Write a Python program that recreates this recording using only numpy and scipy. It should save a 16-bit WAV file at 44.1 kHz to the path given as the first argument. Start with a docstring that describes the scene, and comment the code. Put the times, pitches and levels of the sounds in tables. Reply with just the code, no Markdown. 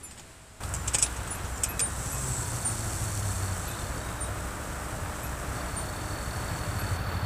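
"""An electric fuel pump's hum swells and slowly recedes under the open rear floor of a car: shaft harmonics.
After a quieter moment the idling engine (filtered thumps), fan air and fuel hiss (filtered noise) are suddenly
much louder; the hiss surges, settles and cuts off near the end. Hard parts click (noise bursts into resonances),
high pings recur (decaying sines), a low drone sinks through cabin resonances and crickets trill outside
(paired tones). One microphone, close to the tank lid."""
import sys
import numpy as np
from scipy import signal
from scipy.fft import rfft, irfft, next_fast_len
from scipy.io import wavfile
from scipy.ndimage import uniform_filter1d, map_coordinates

SR = 44100
rng = np.random.default_rng(int(sys.argv[2]) if len(sys.argv) > 2 else 0)


def wav_record(signal):
    """Record a signal, one row per channel, as 16-bit PCM in the file named by sys.argv[1]."""
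    frames = np.transpose(np.atleast_2d(signal))
    bounded = np.clip(frames, -1, 1)
    # unit amplitude maps onto the largest positive 16-bit level
    quanta = np.round(bounded * 32767).astype(np.int16)
    wavfile.write(sys.argv[1], SR, quanta)


N = 319725
T = np.arange(N) / SR
LOUD_S = .604  # rumble, air and hiss are suddenly loud


def pump():
    """Slightly wandering shaft speed; the motor's harmonics come forward, hold and slowly recede."""
    # shaft harmonics: multiple, relative_db
    shaft_lines = [(1, 1.5), (2, 2), (4, -3)]
    shaft_hz, wander_share, level_db = 300.2, .002, -53.6
    hz = shaft_hz * (1 + wander_share * walk(2))
    envelope = swell(in_s=3.25, attack_s=.85, out_s=5.8, release_s=3.2)
    return undb(level_db) * envelope * tone(hz, shaft_lines, waver_db=0.8, jitter=0.00386)


def hiss(flicker_db=0.5, grain_db=2, drift=0.0046):
    """Fuel squeezed through a narrow gap sizzles, surges once with a breathy whistle, settles and stops."""
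    # jet noise spectrum: centre_hz, relative_db_per_hz
    jet_spectrum = [(2500, -17), (4900, -13.5), (5700, -6.5), (6900, -6), (7900, 0.5), (8800, -3),
                    (10000, -8), (12000, -15), (15000, -20.5)]
    start_db, growth_db_per_s, surge_db = -47, 0.1247, 8
    surge = swell(in_s=1.8, attack_s=0.26, out_s=3.2, release_s=0.94)
    db = start_db + growth_db_per_s * T + surge_db * surge
    jet = unit(noise() * undb(grain_db * walk(900) + flicker_db * walk(25.1)))
    flow = undb(db) * colour(jet, jet_spectrum) * (1 - fade(6.96, 0.019))

    # the gap rings at the height of the surge
    whistle_hz, whistle_width_hz, whistle_db = 7840, 940, -38
    ring = band(whistle_hz, whistle_width_hz)
    read_at = np.cumsum(1 + drift * walk(11))
    ring = map_coordinates(ring, [read_at], mode="mirror")  # pitch drift by uneven reading
    envelope = swell(in_s=1.82, attack_s=0.52, out_s=2.41, release_s=0.064)
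    return flow + undb(whistle_db) * envelope * ring


def contact(chatter, decay_s):
    """The force of one contact: a sharp crack, a dying chatter and a brief tail from the cabin."""
    rise_s, crack_db, tail_db, tail_s = .0005, 9.5, -21.5, .024
    age = T[:len(chatter)]
    decay = np.exp(-age / decay_s) + undb(tail_db) * np.exp(-age / tail_s)
    force = chatter * (1 - np.exp(-age / rise_s)) * decay
    force[int(2 * rise_s * SR)] += undb(crack_db)
    return force


def clicks(grain_db=-0.5, top_hz=11500, pivot_hz=8000):
    """Contact noise rings small hard parts at each click's pitch and gives a dull knock; high modes die first."""
    # clicks: start_s, relative_db, decay_s at pivot_hz, knock_relative_db, pitch_ratio, treble_relative_db
    click_events = [(.109, -43.5, .014, -1, 1.03, 0), (.176, -47.5, .022, 1, 1, 0),
                    (.195, -43, .007, 0, 0.85, 0), (.634, -38.5, 0.0052, 5, 1.06, 0),
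                    (.738, -21, 0.0024, -7, 1.02, -2), (.746, -28, .006, -11, 0.97, -4),
                    (.763, -33, .003, -12, 0.93, 0), (.875, -27, 0.0036, -15, 1.12, -6),
                    (.878, -19, 0.0057, -14, 0.96, -9), (.933, -30, .0079, -15, 0.99, -6),
                    (.939, -22, .005, -18, 1.01, -7), (.945, -21, 0.0086, -1.5, 0.99, -10),
                    (0.95, -24, .005, -4, .96, -7), (0.984, -21, 0.0089, -8, 1, -3),
                    (.997, -40, .012, -15, 1, 0), (1.016, -29, 0.0069, -16, 1.03, -2),
                    (1.024, -13.5, 0.0079, -15.5, .99, -8), (1.062, -51, .0082, 19, 1, 0),
                    (1.164, -36.5, .01, -11, 1, 0), (1.274, -37, .011, -4, 1.02, 0),
                    (1.445, -44, .018, -8, 0.87, 0), (1.574, -36, .0077, -10, 0.98, 0),
                    (1.634, -21.5, .006, -10, 1.03, 3), (1.638, -21.5, .009, -10, 1, 4),
                    (1.793, -18, 0.0068, -9.5, 1, 0), (1.802, -28, 0.0086, 0, 0.97, 0)]
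    # modes of the hard parts: centre_hz, width_hz, relative_db
    part_modes = [(2430, 170, -17.5), (3600, 1400, -19), (5050, 250, -16), (5600, 450, -12),
                  (6750, 600, -9.5), (7730, 260, 0.5), (8150, 420, 0), (9200, 1000, -10.5),
                  (13000, 2400, -18)]
    # dull knock spectrum: centre_hz, relative_db_per_hz
    knock_spectrum = [(200, 3.5), (550, 8.5), (1500, 7), (2500, 6.5), (3300, 12), (6000, 7), (9000, -0.5),
                      (14000, -21)]
    damping_power, treble_hz = 0.73, 10000  # decay falls with frequency; treble level applies above treble_hz
    ring_db, dull_db = 14.0, -1.0
    ring, dull, size = np.zeros(N), np.zeros(N), SR // 2
    chatter = unit(noise() * undb(grain_db * walk(1500)))
    for start_s, db, decay_s, knock_db, pitch_ratio, treble_db in click_events:
        start = int(start_s * SR)
        span = slice(start, start + size)
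        dull[span] += undb(db + knock_db) * contact(chatter[span], decay_s)
        for k, (hz, width_hz, mode_db) in enumerate(part_modes):
            force = contact(chatter[span], decay_s * (pivot_hz / hz) ** damping_power)
            gain = undb(db + mode_db + treble_db * (hz > treble_hz))
            sign = (-1) ** k  # neighbouring modes in opposite phase
            ring[span] += sign * gain * resonate(force, hz * pitch_ratio, width_hz)
    # a contact of finite length softens the top
    ring = signal.sosfilt(signal.butter(2, top_hz, fs=SR, output="sos"), ring)
    return undb(ring_db) * ring + undb(dull_db) * colour(dull, knock_spectrum)


def rustle():
    """Soft band noise under the dense run of clicks."""
    envelope = swell(in_s=0.77, attack_s=0.082, out_s=1.46, release_s=0.082)
    return undb(-52.5) * envelope * band(hz=2780, width=2600)


def pings(rise_s=0.0041):
    """Decaying sines with a faint tail start quickly; two of them keep returning at an even pace."""
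    # pings: first_s, voice, relative_db, count, repeat_relative_db
    ping_events = [(.03, "middle", -41, 1, 0), (.035, "high", -52, 1, 0), (.04, "faint", -50, 1, 0),
                   (.775, "faint", -50, 1, 0), (1.022, "middle", -30.5, 1, 0),
                   (1.304, "middle", -32.5, 1, 0), (1.342, "high", -46, 1, 0), (1.53, "faint", -48, 1, 0),
                   (1.62, "faint", -47, 1, 0), (1.686, "high", -36, 1, 0), (1.809, "low", -24.5, 1, 0),
                   (2.118, "high", -40, 4, -1.5), (2.648, "low", -26.5, 3, -7)]
    # partials of each voice: pitch_hz, relative_db, length_s
    ping_partials = {"faint": [(7190, 0, .07)], "low": [(8991, 0, .05)], "middle": [(9741, 0, .032),
                     (7190, -12, .045)], "high": [(11633, 0, .028), (2556, -11, .08)]}
    period_s, tail_db, tail_s = 1.557, -18, .05
    out, age = np.zeros(N), T[:SR // 2]
    tail = undb(tail_db) * np.exp(-age / tail_s)
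    for first_s, voice, db, count, repeat_db in ping_events:
        ring = np.zeros(len(age))
        for hz, part_db, length_s in ping_partials[voice]:
            decay = np.exp(-(age / length_s) ** 2) + tail
            ring += undb(part_db) * decay * np.sin(2 * np.pi * hz * age)
        ping = np.sqrt(2) * undb(db) * (1 - np.exp(-age / rise_s)) * ring
        for k in range(count):
            at = int((first_s + k * period_s) * SR)
            out[at:at + len(age)] += undb(repeat_db if k else 0) * ping[:N - at]
    return out


def engine(scatter_db=1, jitter_s=0.00066):
    """One thump a crank turn booms in the floor pan; the louder the upper boom, the cleaner its throb."""
    # floor pan booms: centre_hz, relative_db
    deep_modes, upper_modes = [(12, -53), (25, -22), (38, -8.5), (50, -12), (62, 0.5), (75, -13),
                               (100, -14.5), (200, -61.5)], [(40, -37.5), (75, -11), (88, 4), (101, 1), (114, -0.5),
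                                                  (127, -8.5), (150, -15.5), (180, -11.5), (300, -50),
                                                  (600, -80.5)]
    # level of the upper boom: time_s, level_db
    upper_curve = [(1.0, -38), (1.7, -43), (2.3, -35.5), (3.2, -37.5), (4.2, -45.5), (6.1, -39),
                   (6.8, -32.5), (7.25, -31.5)]
    turn_hz, first_turn_s, roughness = 12.58, 0.074, .6
    middle_deep_db, deep_yield = -39.5, 0.09  # dB lost by the deep boom per dB gained by the upper

    upper_db = curve(upper_curve)
    gain_db = upper_db - np.median(upper_db)
    deep_db = middle_deep_db - deep_yield * gain_db
    times = np.arange(first_turn_s, T[-1] - .01, 1 / turn_hz)
    chance = rng.standard_normal((len(times), 2))
    at = np.clip((times + jitter_s * chance[:, 0]) * SR, 0, N - 1).astype(int)
    thumps = np.zeros(N)
    thumps[at] = undb(scatter_db * chance[:, 1])
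    thumps = unit(thumps)
    deep = colour(thumps + roughness * noise(), deep_modes)
    upper = colour(thumps + roughness * undb(-gain_db) * noise(), upper_modes)
    return undb(deep_db) * unit(deep) + undb(upper_db) * unit(upper)


def rush(flicker_db=.5):
    """Air from belts and fan: coloured noise, flickering, slowly growing and lifting towards the end."""
    # air spectrum: centre_hz, relative_db_per_hz
    air_spectrum = [(25, -4.5), (60, 8.5), (120, 10), (200, 3.5), (420, -0.5), (700, 1.5), (1050, 0),
                    (1370, 1.5), (1700, -1.9), (2100, -8), (2600, -11), (3300, -14.5), (5000, -18.5),
                    (6300, -21), (8000, -18), (11000, -22), (15000, -22.5)]
    start_db, growth_db_per_s, lift_db = -39.09, 0.4232, 0.8
    db = start_db + growth_db_per_s * T + lift_db * fade(5.9, 0.74)
    return undb(db) * colour(noise() * undb(flicker_db * walk(25)), air_spectrum)


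def drone():
    """A low, unsteady hum sinks in pitch; each harmonic swells as it crosses a resonance of the cabin."""
    # pitch: time_s, pitch_hz
    pitch_curve = [(1.95, 141), (2.15, 133), (2.3, 129), (2.38, 123.5), (2.45, 120.5), (2.85, 111.5),
                   (3.05, 107), (3.2, 100), (3.6, 90)]
    # harmonics: multiple, relative_db
    hum_lines = [(1, 0), (2, 0), (3, 0), (8, 0)]
    # cabin resonances: centre_hz, width_hz, gain_db
    cabin_modes = [(97.7, 17, -36.5), (127, 17, -40.5), (190, 12, -56), (256, 10, -59), (331, 10, -51),
                   (978, 34, -49), (1060, 45, -49)]
    lines = tone(curve(pitch_curve), hum_lines, waver_db=2, jitter=.005)
    hum = swell(in_s=1.98, attack_s=0.31, out_s=3.52, release_s=0.19) * lines
    return sum(undb(db) * resonate(hum, hz, width_hz) for hz, width_hz, db in cabin_modes)


def whine():
    """One faint, slightly sinking tone in the quieter opening."""
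    start_hz, sag_hz_per_s, level_db = 663, 29.8, -64
    hz = start_hz - sag_hz_per_s * T
    envelope = swell(in_s=0.19, attack_s=.1, out_s=LOUD_S, release_s=.01)
    return undb(level_db) * envelope * tone(hz, [(1, 0)], waver_db=1.5, jitter=.006)


def crickets(sag=0.004, uneven_db=1.8):
    """Each wing stroke is a scratchy, sagging tone pair; pace drifts and some strokes fail early in a trill."""
    # trills: start_s, end_s, pitch_hz, strokes_per_s, stroke_relative_db at start, pitch_scatter_share,
    # missed_share at start
    trill_events = [(1.78, 2.05, 3790, 40, -54, .008, 0), (2.28, 3.55, 4425, 40, -50.8, .004, 0),
                    (3.62, 4.02, 4410, 37, -51.7, .008, .2), (3.68, 3.88, 3570, 39, -50, .005, 0),
                    (3.64, 3.82, 3930, 42, -54, .011, 0), (4.01, 4.27, 3800, 40, -51.3, .007, 0),
                    (5.555, 7.25, 4440, 39.8, -48.2, .0015, .2)]
    stroke_peak_s, stroke_jitter_s, scratch_share, settle_s = .0053, .0008, .01, .1
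    growth_db_per_s = 1.5
    lower_ratio, lower_db = .815, -9  # the wing's second tone
    out, age = np.zeros(N), T[:SR // 20]
    progress = age / stroke_peak_s
    shape = np.sqrt(2) * (progress * np.exp(1 - progress)) ** 2
    scratch = scratch_share * np.array([walk(1000), walk(1000)])
    for start_s, end_s, hz, rate_hz, db, scatter, missed in trill_events:
        beats = np.arange(start_s, end_s, 1 / rate_hz)
        beats = beats + np.cumsum(stroke_jitter_s * rng.standard_normal(len(beats)))
        for s in beats[beats < end_s - stroke_peak_s]:
            loud, sharp = rng.standard_normal(2)
            if rng.random() < missed * np.exp((start_s - s) / settle_s):
                continue
            at = int(s * SR)
            size = min(len(age), N - at)
            bend = sag * (1 - progress[:size])
            pitch = hz * (1 + scatter * sharp + bend + scratch[:, at:at + size])
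            upper, lower = 2 * np.pi * np.cumsum(pitch, axis=1) / SR
            wing = np.sin(upper) + undb(lower_db) * np.sin(lower_ratio * lower)
            stroke_db = db + growth_db_per_s * (s - start_s) + uneven_db * loud
            out[at:at + size] += undb(stroke_db) * shape[:size] * wing
    return yard(out)


def yard(x):
    """Scattered reflections outside, a decaying noise echo, soften each stroke."""
    level_db, decay_s = -7, .016
    age = T[:SR // 8]
    echo = rng.standard_normal(len(age)) * np.exp(-age / decay_s)
    echo /= np.sqrt(np.sum(echo ** 2))
    return x + undb(level_db) * signal.fftconvolve(x, echo)[:N]


def quiet():
    """Coloured noise of the quieter opening, easing down by 2.2 dB."""
    # quiet spectrum: centre_hz, relative_db_per_hz
    quiet_spectrum = [(18, -3.5), (35, -11), (62, 2), (110, -4), (200, -10), (500, -16.5), (1400, -16.5),
                      (3400, -24), (6200, -26.5), (8040, -18.5), (10500, -29), (15000, -41)]
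    db = -47.8 - 2.2 * fade(0.3, 0.13)
    return undb(db) * colour(noise(), quiet_spectrum)


def undb(db):
    """Decibels to gain."""
    return 10 ** (np.asarray(db) / 20)


def unit(x):
    """Scale to rms 1."""
    return x / np.sqrt(np.mean(x ** 2))


def curve(table):
    """Interpolate (time_s, value) rows sample by sample."""
    s, values = np.transpose(table)
    return np.interp(T, s, values)


def noise():
    """White noise."""
    return rng.standard_normal(N)


def walk(rate_hz):
    """Random levels held 1 / rate_hz seconds and slewed twice; rms 1."""
    k = max(int(SR / rate_hz), 2)
    steps = np.repeat(rng.standard_normal(N // k + 1), k)
    return unit(uniform_filter1d(uniform_filter1d(steps, k), k)[:N])


def fade(start_s, length_s):
    """A ramp from 0 to 1 that begins at start_s."""
    return np.clip((T - start_s) / length_s, 0, 1)


def swell(in_s, attack_s, out_s, release_s):
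    """Attack, hold and release, from 0 to 1 and back."""
    return fade(in_s, attack_s) * (1 - fade(out_s, release_s))


def colour(x, spectrum):
    """Causal minimum-phase filter through (Hz, dB) points; white noise keeps its power."""
    size = 2 * next_fast_len(N)
    hz, db = np.transpose(spectrum)
    bins_hz = np.arange(size // 2 + 1) * SR / size
    gain = unit(undb(np.interp(np.log(bins_hz + 1), np.log(hz), db)))
    cepstrum = irfft(np.log(gain))
    cepstrum[1:size // 2] *= 2  # fold to the causal side
    cepstrum[size // 2 + 1:] = 0
    return irfft(rfft(x, size) * np.exp(rfft(cepstrum)))[:N]


def resonate(x, hz, width):
    """One resonance of a width in Hz, gain 1 at its centre."""
    return signal.lfilter(*signal.iirpeak(hz, hz / width, fs=SR), x)


def band(hz, width):
    """Noise through the same resonance twice; rms 1."""
    return unit(resonate(resonate(noise(), hz, width), hz, width))


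def tone(hz, lines, waver_db, jitter):
    """Harmonics of a slightly unsteady pitch, each wavering in level."""
    phase = 2 * np.pi * np.cumsum(hz * (1 + jitter * walk(20))) / SR
    out = np.zeros(N)
    for multiple, db in lines:
        gain = undb(db + waver_db * walk(14.0))
        out += gain * np.sin(round(multiple) * phase + rng.uniform(0, 2 * np.pi))
    return np.sqrt(2) * out


def scene():
    """A quieter moment, then rumble, air and hiss are suddenly loud; pump, drone and crickets enter later."""
    loud = pump() + hiss() + engine() + rush() + drone() + crickets()
    on = fade(LOUD_S, 0.0011)
    mono = on * loud + (1 - on) * quiet() + whine() + clicks() + rustle() + pings()
    return np.array([mono, mono])


def record(dry):
    """The recorder cuts the top with a steep low-pass."""
    top_hz = 15100
    return signal.sosfilt(signal.ellip(10, .1, 80, top_hz, fs=SR, output="sos"), dry)


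dry = scene()
out = record(dry)
wav_record(out)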